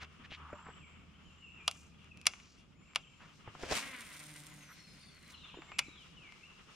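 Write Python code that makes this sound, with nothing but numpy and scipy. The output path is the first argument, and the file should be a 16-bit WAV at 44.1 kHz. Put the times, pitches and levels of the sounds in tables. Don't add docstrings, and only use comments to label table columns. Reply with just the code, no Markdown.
import sys
import numpy as np
from scipy import signal
from scipy.fft import rfft, irfft
from scipy.io import wavfile
from scipy.ndimage import uniform_filter1d

SR = 44100
rng = np.random.default_rng(int(sys.argv[2]) if len(sys.argv) > 2 else 0)


def digitize_waveform(pressure):
    field = np.atleast_2d(pressure).T
    bounded = np.clip(field, -1, 1)
    quanta = np.round(bounded * 32767).astype(np.int16)
    wavfile.write(sys.argv[1], SR, quanta)


N = 297675
TIME_S = np.arange(N) / SR

# time_s, level_db
MOTOR_LEVELS = [(0, -63.5), (2.3, -66), (2.8, -80), (4.8, -81.5), (5.3, -68.5), (6.75, -80)]
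# freq_hz, gain_db
RUMBLE_SPECTRUM = [(15, -24), (35, -3.5), (75, -4), (120, -2.5), (170, 2.5), (260, -6.5), (400, -14.5),
                   (800, -23.5), (2000, -58)]
# time_s, leaves_db, fine_hiss_db
AIR_LEVELS = [(0, -57, -74), (1.3, -64, -75), (2.3, -62.5, -74.5), (2.75, -70, -79), (3.5, -58, -70),
              (5.0, -73.5, -66), (5.5, -59, -71.5), (6.75, -61.5, -66.5)]
# freq_hz, gain_db
LEAF_SPECTRUM = [(210, -47.5), (350, -2), (487, -9), (542, -13), (780, -10), (1240, 1), (1480, -4.5),
                 (1760, -7.5), (2150, -5.5), (2550, -4.5), (2780, -0.5), (3520, -10.5), (4500, -47.5),
                 (5850, -49), (9900, -120)]
# freq_hz, gain_db
FINE_HISS_SPECTRUM = [(2350, -6.5), (4000, -0.5), (4490, -3.5), (5160, -1), (5830, -3), (6880, -6.5),
                      (7510, -5.5), (7990, -13.5), (8870, -9.5), (10800, -24.5), (12700, -21.5),
                      (13700, -33), (15000, -44.5)]
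# middle_s, length_s, level_db, centre_hz, spread_oct
RUBS_AND_TAILS = [(.02, 0.057, -49.5, 2000, 0.99), (0.252, 0.034, -54, 2030, 0.66),
                  (0.334, 0.074, -48.5, 2550, 0.58), (0.509, 0.36, -54.5, 1154, 0.39),
                  (0.681, 0.084, -52.5, 1180, 0.67), (1.768, 0.29, -62.5, 7600, .6),
                  (2.468, 0.35, -68, 5140, 0.6), (3.236, 0.094, -59, 1283, 0.97),
                  (3.329, .3, -71, 3500, 1.9), (4.705, 0.052, -55.5, 1440, 0.49),
                  (4.722, 0.08, -56, 11720, 0.077), (5.308, 0.052, -56.5, 7010, 1.9),
                  (5.645, 0.28, -63, 950, 1.23)]
# start_s, level_db, pitch_hz, t60_s, tap_db
KNOCKS_AND_PLOP = [(0.027, -45.5, 760, 0.041, 4), (0.197, -48, 240, 0.065, -11),
                   (0.317, -45.5, 670, 0.013, 5.5), (0.529, -41.5, 592, 0.1, 3.5),
                   (0.665, -48, 1140, 0.027, 2), (0.685, -47.5, 460, 0.052, 3.5),
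                   (3.475, -40.5, 109, 0.086, 2), (3.551, -47.5, 1190, 0.01, 5),
                   (3.634, -31.5, 384, 0.019, 0.5), (3.713, -32, 328, 0.041, -13),
                   (3.721, -30.5, 610, 0.032, -4), (5.542, -42.5, 1000, 0.018, -5.5),
                   (5.572, -39.5, 378, 0.026, -12), (5.588, -41.5, 328, 0.05, -16),
                   (5.883, -43, 288, 0.034, -9)]
# start_s, length_s, level_db, top_hz, trill_depth_hz
BIRD_WHISTLES = [(0.475, 0.48, -74, 7460, 270), (1.181, 0.6, -79.5, 7300, 120),
                 (2.736, 0.51, -78, 7430, 16), (5.519, 0.43, -73.5, 7430, 15)]
# start_s, length_s, level_db, first_hz, last_hz, slurs_per_s, depth_ratio (+ falls, - rises)
BIRD_PHRASES = [(.71, 0.31, -64.5, 2720, 2307, 4.5, .14), (1.228, 0.098, -61, 2515, 3240, 8.5, 0.12),
                (1.372, 0.31, -56, 2893, 2440, 7, 0.05), (1.905, .12, -68.5, 3034, 2753, 14, -0.18),
                (2.042, 0.24, -65, 2820, 2280, 6.7, 0.058), (2.731, 0.28, -69.5, 2260, 2780, 13, -0.096),
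                (3.015, 0.14, -66.5, 3320, 2200, 20.4, 0.12), (4.691, 0.4, -68, 4240, 4320, 4.1, .006),
                (5.29, .21, -59.5, 4080, 3517, 3.5, .05), (5.3, .3, -58, 3513, 2660, 13, 0.15),
                (5.669, 0.198, -55, 2363, 2530, 9, -0.093), (5.83, 0.26, -57.5, 3980, 2776, 2.95, 0.088),
                (6.155, 0.16, -56, 3200, 2034, 2.9, -0.04), (6.401, 0.079, -56.5, 2400, 2904, 12, -0.023)]
# freq_hz, width_hz, level_db
REEL_MODES = [(815, 280, -8.5), (1164, 260, -9.5), (1350, 280, -6), (1734, 240, -16.5), (2300, 400, -3.5),
              (2480, 370, -4), (2804, 170, 5.5), (3264, 660, 0.5), (3950, 690, -10), (4620, 820, -4.5),
              (5130, 1200, -4.5), (5910, 560, -5), (7190, 480, -5), (8870, 350, -4), (9950, 1300, -13),
              (11000, 1000, -29.5), (11800, 280, -18.5)]
# strike_s, peak_db, gap_s, build_db_per_contact, loss_db_per_rebound,
# thud_db, ring_db, bright_db, tick_db
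CLUTCH_CLACKS = [(1.6793, -11.5, .0015, 21, 13, 1.5, -8.5, -4.5, -4.5),
                 (2.2686, -5.5, 0.0015, 13.5, 11.5, 1.5, 8, 8.5, 5),
                 (2.9591, -13.5, .0018, 21, 21.5, 2.5, 2, -4, -5.5),
                 (5.7913, -12, .002, 7.5, 7, 1, 9, 1.5, 0)]
# start_s, peak_db, tilt_db_per_oct
REEL_TICKS = [(1.7128, -30.5, 5.5), (2.0444, -53, 2), (2.1733, -45.5, 2.5), (2.2144, -43.5, 3.5),
              (2.2563, -31.5, -2), (2.336, -35, -7), (2.4, -44, -4), (2.934, -46.5, -9), (2.9497, -37, 0),
              (4.364, -38.5, 9.5), (5.62, -37, -12), (5.718, -33, -12), (6.3225, -41, -5)]
# peak_s, level_db, rise_s, fall_s, bright_share
ROD_STROKES = [(3.65, -48, 0.037, 0.19, 0.063), (3.727, -32.5, .017, 0.014, 0.024),
               (3.772, -36, 0.037, 0.044, 0.96)]
# freq_hz, gain_db
DULL_SWISH_SPECTRUM = [(35, -35), (60, 4), (201, -10.5), (272, -2.5), (642, -1.5), (1420, -10.5),
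                       (1700, -3), (1870, -10), (2470, -7), (3840, -12), (5450, -12), (7540, -18.5),
                       (15500, -55)]
# freq_hz, gain_db
BRIGHT_SWISH_SPECTRUM = [(35, -47), (60, -28), (210, 1), (368, -19), (738, -7), (976, -1.5), (1200, -2.5),
                         (1630, -5.5), (2360, 2.5), (3580, -5), (8670, -7.5), (12000, -19), (15500, -30)]
# time_s, whir_db, hiss_db
LINE_LEVELS = [(3.83, -52.5, -58), (4.226, -61, -54.5), (5.07, -70, -77.5), (5.33, -64.5, -66.5)]
# freq_hz, gain_db
WHIR_SPECTRUM = [(120, -40), (200, -4.5), (300, -1), (346, -27), (504, -9), (755, -16.5), (838, -31),
                 (1010, -3.5), (1130, -7.5), (1570, -2), (1760, -6), (2030, 2.5), (4500, -18), (5850, -38),
                 (9900, -120)]
# freq_hz, gain_db
LINE_HISS_SPECTRUM = [(2060, -15), (3500, -2), (5020, -7), (5380, -6), (5800, -4.5), (6690, -6), (7340, -2),
                      (7960, -9), (8630, 2.5), (8960, -0.5), (10300, -6), (12500, -11.5), (15500, -21)]
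# harmonic, level_db
WING_HARMONICS = [(1, 3.5), (2, -3.5), (3, -43), (4, -12.5), (5, -12.5), (6, -14.5)]
# freq_hz, left_minus_right_db
NEAR_BALANCE = [(100, 2), (300, -1), (700, 0.5), (1300, -0.5), (2700, 2.5), (5500, 1), (7300, 1.5),
                (8500, -3.5), (10000, -2.5), (13000, -8)]
# freq_hz, correlation
NEAR_CORRELATION = [(60, 0.85), (240, 0.36), (950, 0.82), (3770, 0.48), (15000, 0.16)]
# freq_hz, left_minus_right_db
FAR_BALANCE = [(60, 2.5), (130, 0), (290, -3.5), (640, -3.5), (1410, 1.5), (3100, 3.0), (6820, 4),
               (15000, -7.5)]
# freq_hz, correlation
FAR_CORRELATION = [(60, 0.98), (240, 0.45), (950, 0.5), (3770, 0.18), (15000, 0.045)]


def gain_of(db):
    return 10 ** (np.asarray(db) / 20)


def unit_rms(x):
    return x / np.sqrt(np.mean(x ** 2) + 1e-20)


def at_freq(points, hz):
    freq_hz, value = np.transpose(points)
    return np.interp(np.log(hz + 1), np.log(freq_hz + 1), value)


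def curve(rows, column=1):
    columns = np.transpose(rows)
    return np.interp(TIME_S, columns[0], columns[column])


def gate(start_s, end_s, fade_s):
    return np.interp(TIME_S, [start_s - fade_s, start_s, end_s, end_s + fade_s], [0, 1, 1, 0])


def add(mix, start_s, sound):
    part = mix[..., max(round(start_s * SR), 0):][..., :sound.shape[-1]]
    part += sound[..., :part.shape[-1]]


def wander(hz):
    freq_hz = np.fft.rfftfreq(N, 1 / SR)
    return unit_rms(irfft(rfft(rng.standard_normal(N)) / (1 + (freq_hz / hz) ** 4), N))


def colour(x, spectrum):
    size = x.shape[-1]
    return irfft(rfft(x) * gain_of(at_freq(spectrum, np.fft.rfftfreq(size, 1 / SR))), size)


def pan(x, balance, left_lag_s=0):
    hz = np.fft.rfftfreq(N, 1 / SR)
    half = gain_of(at_freq(balance, hz) / 2)
    return irfft(rfft(x) * np.array([half * np.exp(-2j * np.pi * hz * left_lag_s), 1 / half]), N)


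def noise(spectrum, correlation):
    left, other = rfft(rng.standard_normal((2, N)))
    likeness = at_freq(correlation, np.fft.rfftfreq(N, 1 / SR))
    right = likeness * left + np.sqrt(1 - likeness ** 2) * other
    return unit_rms(colour(irfft(np.array([left, right]), N), spectrum))


def echo(x, delay_s, rise_s, t60_s, correlation, spectrum):
    t = np.maximum(np.arange(SR) / SR - delay_s, 0)
    shared, *own = rng.standard_normal((3, SR))
    tail = colour(np.sqrt(correlation) * shared + np.sqrt(1 - correlation) * np.array(own), spectrum)
    tail *= (1 - np.exp(-t / rise_s)) * gain_of(-60 * t / t60_s)
    return signal.fftconvolve(np.atleast_2d(x), tail / np.linalg.norm(tail[0]), axes=1)[:, :N]


def rumble():
    motor_db = curve(MOTOR_LEVELS)
    level_db = -63.5 + 0.16 * (motor_db - motor_db.mean())
    return noise(RUMBLE_SPECTRUM, FAR_CORRELATION) * gain_of(level_db + 1.86 * wander(hz=9))


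def leaves_and_hiss():
    leaves = noise(LEAF_SPECTRUM, FAR_CORRELATION)
    leaves *= gain_of(curve(AIR_LEVELS, column=1) + 2.9 * wander(hz=14.3) - 4)
    fine = noise(FINE_HISS_SPECTRUM, FAR_CORRELATION)
    fine *= gain_of(curve(AIR_LEVELS, column=2) + 1.4 * wander(hz=9))
    return leaves + fine


def motor(pitch_hz=77.2):
    phase = 2 * np.pi * np.cumsum(pitch_hz * (1 + 0.022 * wander(hz=7))) / SR
    hum = unit_rms(np.sin(phase) + 0.19 * np.sin(2 * phase))
    return hum * gain_of(curve(MOTOR_LEVELS) + 2.5 * wander(hz=5.7))


def rubs_and_tails():
    out = np.zeros((2, N))
    for middle_s, length_s, level_db, centre_hz, spread_oct in RUBS_AND_TAILS:
        size = int(length_s * SR)
        shared, *own = rng.standard_normal((3, SR))[:, :size]
        distance = np.log2((np.fft.rfftfreq(size, 1 / SR) + 1) / centre_hz) / spread_oct
        band = irfft(rfft(shared + 0.17 * np.array(own)) / (1 + distance ** 2 / 2) ** 2, size)
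        envelope = gain_of(level_db) * np.sqrt(np.hanning(size))
        add(out, middle_s - length_s / 2, envelope * unit_rms(band))
    grain = unit_rms(gain_of(2.1 * wander(hz=133)))
    return colour(out, [(6500, 0), (10000, -11), (15000, -14.5)]) * grain


def knocks_and_plop(tap_decay_s=0.0078, attack_s=0.00047):
    t, out = np.arange(8192) / SR, np.zeros(N)
    tap_spectrum = [(100, 6), (600, 1.5), (1300, -0.5), (2500, -9), (6000, -73), (14000, -60)]
    for start_s, level_db, pitch_hz, t60_s, tap_db in KNOCKS_AND_PLOP:
        tap = unit_rms(colour(rng.standard_normal(len(t)), tap_spectrum))
        tap *= 0.61 * gain_of(tap_db) * np.exp(-t / tap_decay_s)
        ring = np.sin(2 * np.pi * pitch_hz * t) * gain_of(-60 * t / t60_s)
        add(out, start_s, gain_of(level_db) * (ring + tap) * (1 - np.exp(-t / attack_s)))
    return out


def chirp(pitch_hz, envelope, waver):
    jitter = unit_rms(uniform_filter1d(rng.standard_normal(SR), size=150))[:len(pitch_hz)]
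    phase = 2 * np.pi * np.cumsum(pitch_hz * (1 + waver * jitter)) / SR
    return unit_rms(envelope * np.sin(phase) * signal.windows.tukey(len(pitch_hz), 0.3))


def whistle(length_s, level_db, top_hz, trill_depth_hz, trill_rate_hz=40.4, fade_db=4):
    t = np.arange(int(length_s * SR)) / SR
    trill = np.sin(2 * np.pi * trill_rate_hz * t)
    arch_hz = top_hz * (1 - 0.071 * (2 * t / length_s - 1) ** 2)
    envelope = (1 + min(trill_depth_hz / 250, 1) * trill) * gain_of(-fade_db * t / length_s)
    return gain_of(level_db) * chirp(arch_hz + trill_depth_hz * trill, envelope, waver=0.0028)


def phrase(length_s, level_db, first_hz, last_hz, slurs_per_s, depth_ratio, dip_db=7.5):
    t = np.arange(int(length_s * SR)) / SR
    swing = 2 * np.pi * slurs_per_s * t
    pitch_hz = np.geomspace(first_hz, last_hz, len(t)) * (1 + depth_ratio * np.sin(swing))
    envelope = gain_of(-dip_db * np.cos(swing / 2) ** 2)
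    return gain_of(level_db) * chirp(pitch_hz, envelope, waver=0.017)


def far_songs(count=18, centre_hz=2703, spread_oct=0.22):
    out = np.zeros(N)
    for when, first, last, pace, slur in rng.uniform(-1, 1, (count, 5)):
        first_hz, last_hz = centre_hz * 2 ** (spread_oct * np.array([first, last]))
        song = phrase(length_s=0.16, level_db=-70.5, first_hz=first_hz, last_hz=last_hz,
                      slurs_per_s=10 * 2 ** (pace / 2), depth_ratio=0.12 * np.sign(slur))
        add(out, (when + 1) / 2 * TIME_S[-1], song)
    return out


def birds():
    warbles, whistles = far_songs(), np.zeros(N)
    for start_s, *row in BIRD_PHRASES:
        add(warbles, start_s, phrase(*row))
    for start_s, *row in BIRD_WHISTLES:
        add(whistles, start_s, whistle(*row))
    warbles *= gain_of(4 * wander(hz=60) - 4)
    whistles *= gain_of(1.4 * wander(hz=40.8))
    forest = echo(warbles + gain_of(-1.5) * whistles, delay_s=0.0085, rise_s=0.0146, t60_s=0.82,
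                  correlation=0.27, spectrum=[(1000, 0), (9000, -1)])
    return gain_of(-2.5) * (warbles + whistles) + gain_of(-3.5) * forest


def contact(peak_db, thud_db, ring_db, bright_db, tick_db, trail_s=0.0009):
    size = 4096
    hz = np.fft.rfftfreq(size, 1 / SR)
    power = sum(gain_of(mode_db) ** 2 / (1 + ((hz - mode_hz) / width_hz * 1.38) ** 2) ** 2
                for mode_hz, width_hz, mode_db in REEL_MODES)
    tone = [(1200, thud_db), (2200, ring_db), (3000, 0), (5500, bright_db), (10000, tick_db)]
    log_gain = np.log(np.sqrt(power) * gain_of(at_freq(tone, hz)) + 1e-5)
    mirrored = np.r_[log_gain, log_gain[-2:0:-1]]
    minimum_phase = np.exp(np.conj(signal.hilbert(mirrored))[:len(hz)])
    trail_cycles = np.cumsum(trail_s * np.exp(-hz / 6000)) * SR / size
    click = irfft(minimum_phase * np.exp(-2j * np.pi * trail_cycles)) * np.hanning(2 * size)[size:]
    return gain_of(peak_db) * click / abs(click).max()


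def clutch(gap_ratio=0.85, glance_db=5):
    out = np.zeros(N)
    for strike_s, peak_db, gap_s, build_db, loss_db, *tone_db, tick_db in CLUTCH_CLACKS:
        for k in range(-2, 4):
            offset_s = gap_s * (1 - gap_ratio ** k) / (1 - gap_ratio)
            level_db = peak_db - abs(k) * (build_db if k < 0 else loss_db)
            add(out, strike_s + offset_s, contact(level_db, *tone_db, tick_db + glance_db * (k != 0)))
    return out


def reel_ticks(ring_boost_db=9):
    out = np.zeros(N)
    bands_oct = np.log2(np.array([1200, 2200, 5500, 10000]) / 3000)
    for start_s, peak_db, tilt_db_per_oct in REEL_TICKS:
        thud_db, ring_db, bright_db, tick_db = tilt_db_per_oct * bands_oct
        add(out, start_s, contact(peak_db, thud_db, ring_db + ring_boost_db, bright_db, tick_db))
    return out


def lake_echoes(x):
    cockpit = echo(x, delay_s=0.00046, rise_s=0.0004, t60_s=0.034, correlation=0.35,
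                   spectrum=[(200, -13), (600, 9), (2500, 2), (5000, -3.5), (12000, -10)])
    deck = echo(x, delay_s=0.0043, rise_s=0.0083, t60_s=0.11, correlation=1,
                spectrum=[(200, -4.5), (600, 1), (2500, -9), (5000, -11.5), (12000, -19)])
    reeds = echo(x, delay_s=0.033, rise_s=0.008, t60_s=0.46, correlation=0.37,
                 spectrum=[(500, -12.5), (2800, 2), (4500, -8.5), (6500, 6.5), (9000, -3), (13000, -5)])
    trees = echo(x, delay_s=0.3, rise_s=0.06, t60_s=0.2, correlation=0.49,
                 spectrum=[(500, -32), (3200, -0.5), (4500, -16), (9000, -15)])
    return gain_of(-10) * cockpit + gain_of(-24.5) * deck + gain_of(-31.5) * reeds + gain_of(-41) * trees


def rod_swish():
    dull_power, bright_power = np.zeros((2, N))
    for peak_s, level_db, rise_s, fall_s, bright_share in ROD_STROKES:
        t = TIME_S - peak_s
        envelope = gain_of(level_db) * np.exp(-np.where(t < 0, (t / rise_s) ** 2 / 2, t / fall_s))
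        dull_power += envelope ** 2 * (1 - bright_share)
        bright_power += envelope ** 2 * bright_share
    dull = np.sqrt(dull_power) * noise(DULL_SWISH_SPECTRUM, NEAR_CORRELATION)
    bright = np.sqrt(bright_power) * noise(BRIGHT_SWISH_SPECTRUM, NEAR_CORRELATION)
    return (dull + bright) * gain_of(2 * wander(hz=204))


def spool_turns(release_s=3.7, spin_up_s=0.09, unbraked_hz=552, braking_s=0.237):
    t = np.maximum(TIME_S - release_s, 0)
    speed_hz = unbraked_hz * (1 - np.exp(-t / spin_up_s)) / (1 + t / braking_s)
    return np.cumsum(speed_hz * (1 + 0.004 * wander(hz=39.4))) / SR


def spool_whir(turns):
    flicks = unit_rms(colour(np.diff(np.floor(turns), prepend=0), WHIR_SPECTRUM))
    whir = 0.4 * flicks + 1.04 * noise(WHIR_SPECTRUM, NEAR_CORRELATION)
    return whir * gain_of(curve(LINE_LEVELS, column=1) + 0.5 + 1.96 * wander(hz=25))


def line_hiss(turns, ticks_per_s=110):
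    clumps = gain_of(2.1 * wander(hz=88) + 0.85 * wander(hz=14))
    flutter = unit_rms((1 + 0.095 * np.cos(2 * np.pi * turns)) * clumps)
    impulses = rng.exponential(1, N) * (rng.random(N) < ticks_per_s / SR)
    ticks = unit_rms(colour(impulses, LINE_HISS_SPECTRUM))
    hiss = noise(LINE_HISS_SPECTRUM, NEAR_CORRELATION) * flutter + 0.51 * ticks
    return hiss * gain_of(curve(LINE_LEVELS, column=2) - 1.3)


def bearing_whine(turns, cycles_per_turn=56.5, start_s=4.3, rise_s=0.097):
    phase = 2 * np.pi * cycles_per_turn * turns
    lower = 0.7 * wander(hz=170) * np.sin(0.77 * phase)
    octave = 0.52 * wander(hz=300) * np.sin(2 * phase)
    whine = wander(hz=200) * np.sin(phase) + (lower + octave) * gate(4.95, 5.08, fade_s=0.09)
    return whine * gain_of(-66 + 2.2 * wander(hz=20)) * np.clip((TIME_S - start_s) / rise_s, 0, 1)


def line_run():
    turns = spool_turns()
    running = gate(LINE_LEVELS[0][0], LINE_LEVELS[-1][0], fade_s=0.041)
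    return (spool_whir(turns) + line_hiss(turns) + bearing_whine(turns)) * running


def fly(start_s=4.22, stay_s=0.39, level_db=-61, wingbeat_hz=152, sag_hz_per_s=11):
    pitch_hz = wingbeat_hz - sag_hz_per_s * (TIME_S - start_s)
    phase = 2 * np.pi * np.cumsum(pitch_hz * (1 + 0.0085 * wander(hz=19.2))) / SR
    buzz = unit_rms(sum(gain_of(db) * np.sin(harmonic * phase) for harmonic, db in WING_HARMONICS))
    return buzz * gain_of(level_db + 2.1 * wander(hz=26)) * gate(start_s, start_s + stay_s, fade_s=0.11)


def scene():
    reel = clutch() + reel_ticks()
    near = reel + lake_echoes(reel) + knocks_and_plop() + rubs_and_tails()
    near += rod_swish() + line_run() + fly()
    far = rumble() + leaves_and_hiss() + motor() + birds()
    return pan(near, NEAR_BALANCE, left_lag_s=0.00002) + pan(far, FAR_BALANCE)


def record(dry):
    lowpass = signal.firwin(255, 15900, window=("kaiser", 9), fs=SR)
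    return signal.oaconvolve(dry, lowpass[None], "same", axes=1)


dry = scene()
out = record(dry)
digitize_waveform(out)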